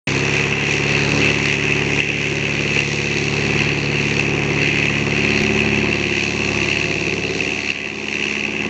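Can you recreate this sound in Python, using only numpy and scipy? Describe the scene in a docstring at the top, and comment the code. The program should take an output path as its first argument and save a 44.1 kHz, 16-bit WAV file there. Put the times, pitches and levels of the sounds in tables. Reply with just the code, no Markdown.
"""The drone and rasp of a single-engined tow plane taxiing past on a dry airfield, near 2100 rpm.
Its six cylinders fire through short exhaust stacks; the two-bladed propeller hums and
rasps once for every blade. Heard from behind, the hum thins out and the rasp turns choppy.
A light breeze rumbles underneath. A few times the whole sound dips abruptly and creeps back,
and once the beat skips with a faint tick."""
import sys
import numpy as np
from scipy import signal
from scipy.fft import rfft, irfft, next_fast_len
from scipy.io import wavfile
from scipy.ndimage import map_coordinates

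SR = 44100
rng = np.random.default_rng(int(sys.argv[2]) if len(sys.argv) > 2 else 0)


def inscribe(sig):
    """Save sig as 16-bit PCM at rate SR to the path in sys.argv[1].

    A 1-D sig is mono; a 2-D sig holds one channel per row.
    Samples are clipped to [-1, 1] before scaling.
    """
    pcm = np.round(np.clip(np.atleast_2d(sig).T, -1, 1) * 32767)
    wavfile.write(sys.argv[1], SR, pcm.astype(np.int16))


N = 383229
SKIP_S = 5.42  # the beat skips here

# propeller speed: (time [s], blade passages [Hz])
BLADE_RATE = [(0.08, 67.63), (0.35, 69.4), (0.6, 70.32), (0.9, 70.84), (1.3, 71.3), (2.5, 71.14),
              (4.0, 71.2), (5.4, 71.18), (6.0, 71.25), (6.6, 71.05), (7.3, 70.74), (8.0, 70.84),
              (8.69, 70.8)]
# our angle on the plane: (time [s], view [0 abeam, 1 just past, 2 behind, 3 tail on])
VIEW = [(0.5, 0), (2.4, 0.24), (4.6, 0.2), (5.8, 1.14), (7.3, 2), (7.7, 2.5), (8.7, 2.8)]
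# exhaust pulses as they arrive: (position [share of the four-stroke cycle], size [gain])
CYLINDERS = [(0.056, 0.69), (0.229, 0.354), (0.401, 0.625), (0.557, 0.536), (0.732, 0.33), (.9, 0.914)]
# how low thrum, drone and exhaust bark radiate towards us: (view [0-3], level [dB])
THRUM_BEAM = [(0, -32), (1, -30), (2, -35), (2.5, -41)]
DRONE_BEAM = [(0, -24), (1, -26), (2, -25), (2.5, -28), (3, -28.5)]
BARK_BEAM = [(0, -29.5), (0.25, -33.5), (0.5, -31.5), (1, -32.5), (2, -37.5), (3, -36.5)]


def drone(cycle, blade_at, blade_size, waver_db, flutter_db):
    """The engine's pitched body: harmonics phased by one push per cylinder and blade."""
    # thrum at the blade and firing rates: (order [per cycle], level [dB])
    thrum_lines = [(4, -5.5), (6, -1.5)]
    # drone harmonics: (order [per cycle], level abeam [dB], just past [dB], behind [dB])
    drone_lines = [(9, -13.5, -13.5, -11.5), (10, -13.5, -8, -12), (13, -38, -18.5, -19),
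                   (14, -25.5, -16.5, -23), (15, -18, -15.5, -12), (16, -6, -5, -11),
                   (17, -25.5, -34.5, -25), (18, -18.5, -9, -13.5), (19, -10.5, -9.5, -15.5),
                   (20, -10.5, -5.5, -6.5), (21, -11.5, -9, -12.5), (22, -7.5, -5, -9.5),
                   (23, -14, -31, -14.5), (24, -13, -16, -23), (25, -24, -17.5, -15.5),
                   (26, -19.5, -24, -26), (27, -12.5, -20, -28), (28, -18, -16, -27), (29, -30.5, -15, -20),
                   (30, -25.5, -20, -19), (31, -16, -29.5, -40.5), (36, -28, -21, -28),
                   (38, -26.5, -20, -17), (41, -29, -16, -30), (42, -27.5, -31, -25), (44, -22, -35.5, -41)]
    drone_db, thrum_db = heard_db(DRONE_BEAM) + wobble(9), heard_db(THRUM_BEAM)
    view_weights = np.array([blend(*row) for row in np.eye(3)])
    blades = [(blade_at + k / 4, blade_size) for k in range(4)]
    at, size = np.transpose(list(CYLINDERS) + blades)

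    def line(order):
        phase = np.angle(np.sum(size * np.exp(-2j * np.pi * order * at)))
        return np.sqrt(2) * np.cos(2 * np.pi * order * cycle + phase)

    total = sum(amp(thrum_db + db + 0.27 * wobble(6.5)) * line(order) for order, db in thrum_lines)
    for order, *levels_db in drone_lines:
        # moving air shakes the higher lines more
        shake_db = np.sqrt(order / 20) * (waver_db * wobble(2.474) + flutter_db * wobble(15))
        total += amp(drone_db + np.dot(levels_db, view_weights) + shake_db - 1.62) * line(order)
    return total


def exhaust(cycle):
    """Every firing cracks out of its stack, followed by a chuff of hot gas."""
    # the chuff's dull tone: (frequency [Hz], level [dB])
    chuff_eq = [(40, -41.5), (90, -14), (160, -1.5), (260, -1.5), (370, 3), (480, -3), (620, -10.5),
                (1000, -49)]
    firings = sum(size * pulses(cycle, at, scatter_db=2.4, jitter_s=.00005) for at, size in CYLINDERS)
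    gas_flow = puffs(firings, rise_s=0.00038, fall_s=0.0052) + 0.32
    bark = amp(heard_db(BARK_BEAM) - 6.5) * stacks(firings)
    chuff = amp(heard_db(DRONE_BEAM) - 8.0) * colour(gas_flow * rng.standard_normal(N), chuff_eq)
    return bark + chuff


def stacks(x):
    """The exhaust's midrange; the ground echo hollows it out as the plane draws away."""
    # stack tone from the side and from behind: (frequency [Hz], level [dB])
    abeam_eq = [(330, -52.5), (470, 4), (550, -3.5), (620, 0), (720, 0), (880, 0.5), (1080, 1),
                (1330, -3.5), (1600, -3.5), (1900, 0), (2600, -46.5)]
    behind_eq = [(330, -48.5), (480, -3), (630, 0.5), (740, -1), (850, 4), (945, -1), (1130, 2.5),
                 (1300, -7), (1480, -6), (1620, -5), (1900, -9.5), (2600, -40.5)]
    return blend(colour(x, abeam_eq), colour(x, behind_eq))


def propeller_hum(stroke, waver_db):
    """The propeller beams its second and third harmonics sideways; the second fades astern."""
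    # how each harmonic radiates towards us: (view [0-3], level [dB])
    second_beam = [(0, -25.5), (1, -30.5), (2, -39.5), (2.5, -53), (3, -41.5)]
    third_beam = [(0, -31.5), (0.998, -25.5), (1.8, -37), (2.5, -35), (3, -27.5)]
    hum = np.zeros(N)
    for harmonic, beam in (2, second_beam), (3, third_beam):
        gain = amp(heard_db(beam) + waver_db * wobble(5.5))
        hum += gain * np.sqrt(2) * np.cos(2 * np.pi * harmonic * stroke)
    return hum


def propeller_rasp(stroke):
    """Each blade swinging towards us gives a turbulent burst; a bright ring is heard in time with it."""
    # tone of the blade rasp, the zing near 4.3 kHz and the tip hiss: (frequency [Hz], level [dB])
    rasp_eq = [(1300, -39), (1560, -13.5), (1780, -12), (2020, -2), (2220, -4.5), (2450, -1), (2640, 2),
               (2820, -5), (3000, -10), (3350, -15.5), (4000, -61.5)]
    zing_eq = [(3000, -41.5), (3700, -5.5), (4000, -0.5), (4300, 3.5), (4650, -1), (5000, -11),
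               (5800, -46.5)]
    hiss_eq = [(2700, -22), (3200, -9.5), (3500, 0.5), (3900, -4), (4500, -6), (5150, -6.5), (5600, 0.5),
               (6000, -0.5), (6700, -3), (7200, -10), (7600, -13), (8300, -25), (8900, -43.5)]
    # their fader rides: (time [s], level [dB])
    rasp_ride = [(0.12, -23.0), (0.68, -19.5), (1.18, -23.5), (1.24, -18.5), (1.96, -21.5), (2.02, -17.0),
                 (2.44, -21), (2.82, -20.5), (2.98, -23.5), (3.14, -20), (3.3, -25.0), (3.64, -17.5),
                 (3.8, -23.5), (4.06, -21.0), (4.46, -25), (4.64, -19.5), (5.1, -22.5), (5.16, -19.5),
                 (6.22, -19.5), (6.28, -24), (6.68, -19.0), (7.2, -24.5), (7.74, -20), (7.98, -25.0),
                 (8.22, -21.0), (8.66, -21.5)]
    zing_ride = [(0.12, -34), (0.58, -40.5), (1.02, -31.5), (1.54, -36.0), (1.64, -41.5), (2.9, -34.5),
                 (4.12, -34.5), (4.4, -45), (4.6, -34.5), (4.96, -40.5), (5.4, -33.0), (5.52, -39),
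                 (6.78, -34.5), (7.22, -39.0), (7.3, -32.5), (7.48, -40.5), (7.72, -34), (7.82, -42.0),
                 (8.26, -40.5), (8.66, -43.5)]
    hiss_ride = [(0.12, -31.5), (0.62, -34), (0.72, -28.5), (0.84, -33), (1.54, -30.5), (1.58, -34.0),
                 (2.34, -32.5), (2.42, -35.5), (2.82, -31.0), (3.96, -36), (4.08, -31), (4.26, -37),
                 (5.56, -34.5), (5.68, -38), (6.56, -33.5), (7.28, -37.5), (7.36, -33), (7.84, -39),
                 (8.28, -35.5), (8.66, -40.5)]
    # steady wash between strokes: (view [0-3], level relative to a stroke [dB])
    wash = [(0, -5), (1, -9.5), (2.001, -10)]
    flicker_db = 0.68 * wobble(12)  # moving air makes the treble flicker
    fader = lambda ride: amp(curves(ride)[0] + flicker_db + 0.4 * wobble(8))
    swish = puffs(pulses(stroke, 0, scatter_db=1.68, jitter_s=.00015), rise_s=0.0016, fall_s=0.0023)
    bursts = lambda floor: np.hypot(swish, floor) * rng.standard_normal(N)
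    # the ring stands out more as the plane turns its tail
    ring_share = 0.22 + 0.069 * curves(VIEW)[0]
    ring = bright_ring(stroke, ring_hz=2601, pitch_spread=0.035, phase_spread=1.0)
    turbulence = colour(bursts(floor=amp(by_view(wash))), rasp_eq)
    rasp = np.sqrt(ring_share) * ring + np.sqrt(1 - ring_share) * turbulence
    zing = colour(bursts(floor=0.28), zing_eq)
    hiss = colour(bursts(floor=0.39), hiss_eq)
    whoosh = amp(heard_db(BARK_BEAM) - 1.2) * stacks(bursts(floor=0.53))
    return fader(rasp_ride) * rasp + fader(zing_ride) * zing + fader(hiss_ride) * hiss + whoosh


def bright_ring(stroke, ring_hz, pitch_spread, phase_spread):
    """A short, bright ring is heard in time with each blade stroke, at a slightly new pitch each time."""
    # rings that stand out: (time [s], boost [dB])
    accents = [(1.989, 7), (2.003, 8), (2.101, 6), (2.594, 9), (2.677, 9), (2.79, 9.5), (3.675, 2),
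               (4.883, 5.5), (5.549, 7), (5.604, 6), (6.617, 5.5), (6.983, 6), (7.068, 6), (7.251, 6.5),
               (7.406, 8.5), (7.519, 9), (7.688, 3.5), (7.703, 6.5), (7.858, 6.5), (8.451, 7)]
    hits = pulses(stroke, 0, scatter_db=2.0, jitter_s=.0001)
    reach = SR // 150  # about half the gap between strokes
    for s, boost_db in accents:
        hits[round(s * SR) - reach:round(s * SR) + reach] *= amp(boost_db)
    blade_hz = curves(BLADE_RATE)[0]
    since_stroke_s = stroke % 1 / blade_hz
    pitch_hz = ring_hz * (1 + pitch_spread * wobble(np.mean(blade_hz)))
    ring = np.cos(2 * np.pi * pitch_hz * since_stroke_s + phase_spread * wobble(20))
    return unit(puffs(hits, rise_s=0.0023, fall_s=0.0012) * ring)


def breeze():
    """Light wind rumbles faintly under the engine's thrum, following its level."""
    # the wind's rumble: (frequency [Hz], level [dB])
    wind_eq = [(20, -11), (55, -4), (120, 6), (400, -7), (2000, -25), (8000, -37)]
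    gain = amp(heard_db(THRUM_BEAM) - 20.0 + 2.8 * wobble(3))
    return gain * colour(rng.standard_normal(N), wind_eq)


def dips(fall_s, recover_s):
    """A gain that ducks quickly at each dip and creeps back."""
    # dips of the whole mix: (time [s], depth [dB])
    ducks = [(0.54, 1.8), (1.319, 1.6), (2.01, 6), (2.81, 2), (3.72, 1), (7.72, 5.5)]
    duck_db = np.zeros(N)
    for s, depth_db in ducks:
        since = np.arange(N) / SR - s
        attack = np.clip(since / fall_s + .5, 0, 1)
        duck_db += depth_db * attack * np.exp(-np.maximum(since, 0) / recover_s)
    return amp(-duck_db)


def heard_db(beam):
    """A layer's level: its beam in the listener's direction plus a common swell."""
    # slow swells of the engine's sound: (time [s], level [dB])
    swell = [(0.12, 0.4), (0.72, -0.4), (1.22, 4), (1.56, 0), (1.72, 1.1), (3.24, 0), (3.56, 3),
             (3.76, 0.6), (4.62, 0.9), (4.68, -0.6), (5.82, 1.7), (6.22, -2), (6.54, 3.3), (6.82, 0.3),
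             (8.58, 0.2), (8.66, 3.2)]
    return by_view(beam) + curves(swell)[0]


def by_view(points):
    """Follow (view, value) points as the plane rolls by."""
    return np.interp(curves(VIEW)[0], *np.transpose(points))


def blend(*versions):
    """Crossfade through the versions as the view turns from abeam to behind."""
    place = curves(VIEW)[0].clip(0, 2) / 2 * (len(versions) - 1)
    return sum(v * np.maximum(0, 1 - abs(place - k)) for k, v in enumerate(versions))


def pulses(turn, at, scatter_db, jitter_s):
    """One click of random size per turn, at the share `at` of the way round."""
    marks = np.arange(np.ceil(turn[0]), np.floor(turn[-1])) + at
    timing, strength = rng.standard_normal((len(marks), 2)).T
    place = np.interp(marks, turn, np.arange(N)) + jitter_s * SR * timing
    clicks = np.zeros(N)
    clicks[np.clip(place, 0, N - 1).astype(int)] = amp(scatter_db * strength)
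    return clicks * (abs(np.arange(N) / SR - SKIP_S) > .001)  # no clicks during the skip


def puffs(clicks, rise_s, fall_s):
    """Each click becomes an envelope that opens fast and dies away."""
    t = np.arange(SR // 20) / SR
    shape = (1 - np.exp(-(t / rise_s) ** 2)) * np.exp(-t / fall_s)
    return signal.fftconvolve(clicks, shape / shape.max())[:N]


def colour(x, eq, size=8192):
    """x at rms 1 after a minimum-phase EQ through (frequency [Hz], level [dB]) points."""
    hz, db = np.transpose(eq)
    gain = amp(np.interp(np.log(np.fft.rfftfreq(size, 1 / SR) + 1), np.log(hz), db))
    cepstrum = irfft(np.log(gain))
    cepstrum[1:size // 2] *= 2
    cepstrum[size // 2 + 1:] = 0
    impulse = irfft(np.exp(rfft(cepstrum)))
    return unit(signal.fftconvolve(x, impulse)[:N])


def lowpass(x, top_hz):
    """Nothing above top_hz."""
    size = next_fast_len(N + SR // 2)
    passband = np.fft.rfftfreq(size, 1 / SR) < top_hz
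    return irfft(rfft(x, size) * passband, size)[..., :N]


def wobble(rate):
    """A smooth random curve, rate knots a second."""
    coarse = np.arange(0, N + 64, 64)
    knots = rng.standard_normal(int(N * rate / SR) + 4)
    smooth = map_coordinates(knots, [coarse * rate / SR], mode="nearest")
    return np.interp(np.arange(N), coarse, smooth)


def curves(rows):
    """One value per sample for each column after the time."""
    times, *columns = np.transpose(rows)
    return [np.interp(np.arange(N) / SR, times, column) for column in columns]


def amp(db):
    """Decibels to gain."""
    return 10 ** (np.asarray(db) / 20)


def unit(x):
    """x at rms 1."""
    return x / np.sqrt(np.mean(x ** 2) + 1e-20)


def scene():
    """The propeller sits on the crankshaft: four blade passages to each four-stroke cycle."""
    cycle = np.cumsum(curves(BLADE_RATE)[0]) / SR / 4
    cycle += .413 * (np.arange(N) / SR > SKIP_S)  # the beat skips by part of a cycle
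    blade_at = .045  # share of the cycle at which the first blade pushes
    stroke = 4 * (cycle - blade_at)
    engine = drone(cycle, blade_at, blade_size=.3, waver_db=2.5, flutter_db=0.92) + exhaust(cycle)
    # a blade's noise starts a little ahead of its low push
    propeller = propeller_hum(stroke, waver_db=0.95) + propeller_rasp(stroke + 0.1881)
    mix = engine + propeller + breeze()
    return (dips(fall_s=.02, recover_s=0.42) * mix)[None]


def record(dry):
    """The sound cuts in after a moment, peaks rounded and top end cut; a faint tick marks the skip."""
    t = np.arange(N) / SR
    opened = dry * (t > .072)
    rounded = opened / (1 + (opened / .78) ** 4) ** .25
    tick_envelope = (t > SKIP_S) * np.exp(-abs(t - SKIP_S) / .0006)
    tick = amp(-32) * tick_envelope * rng.standard_normal(N)
    return lowpass(rounded, top_hz=8900) + lowpass(tick, top_hz=16000)


dry = scene()
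out = record(dry)
inscribe(out)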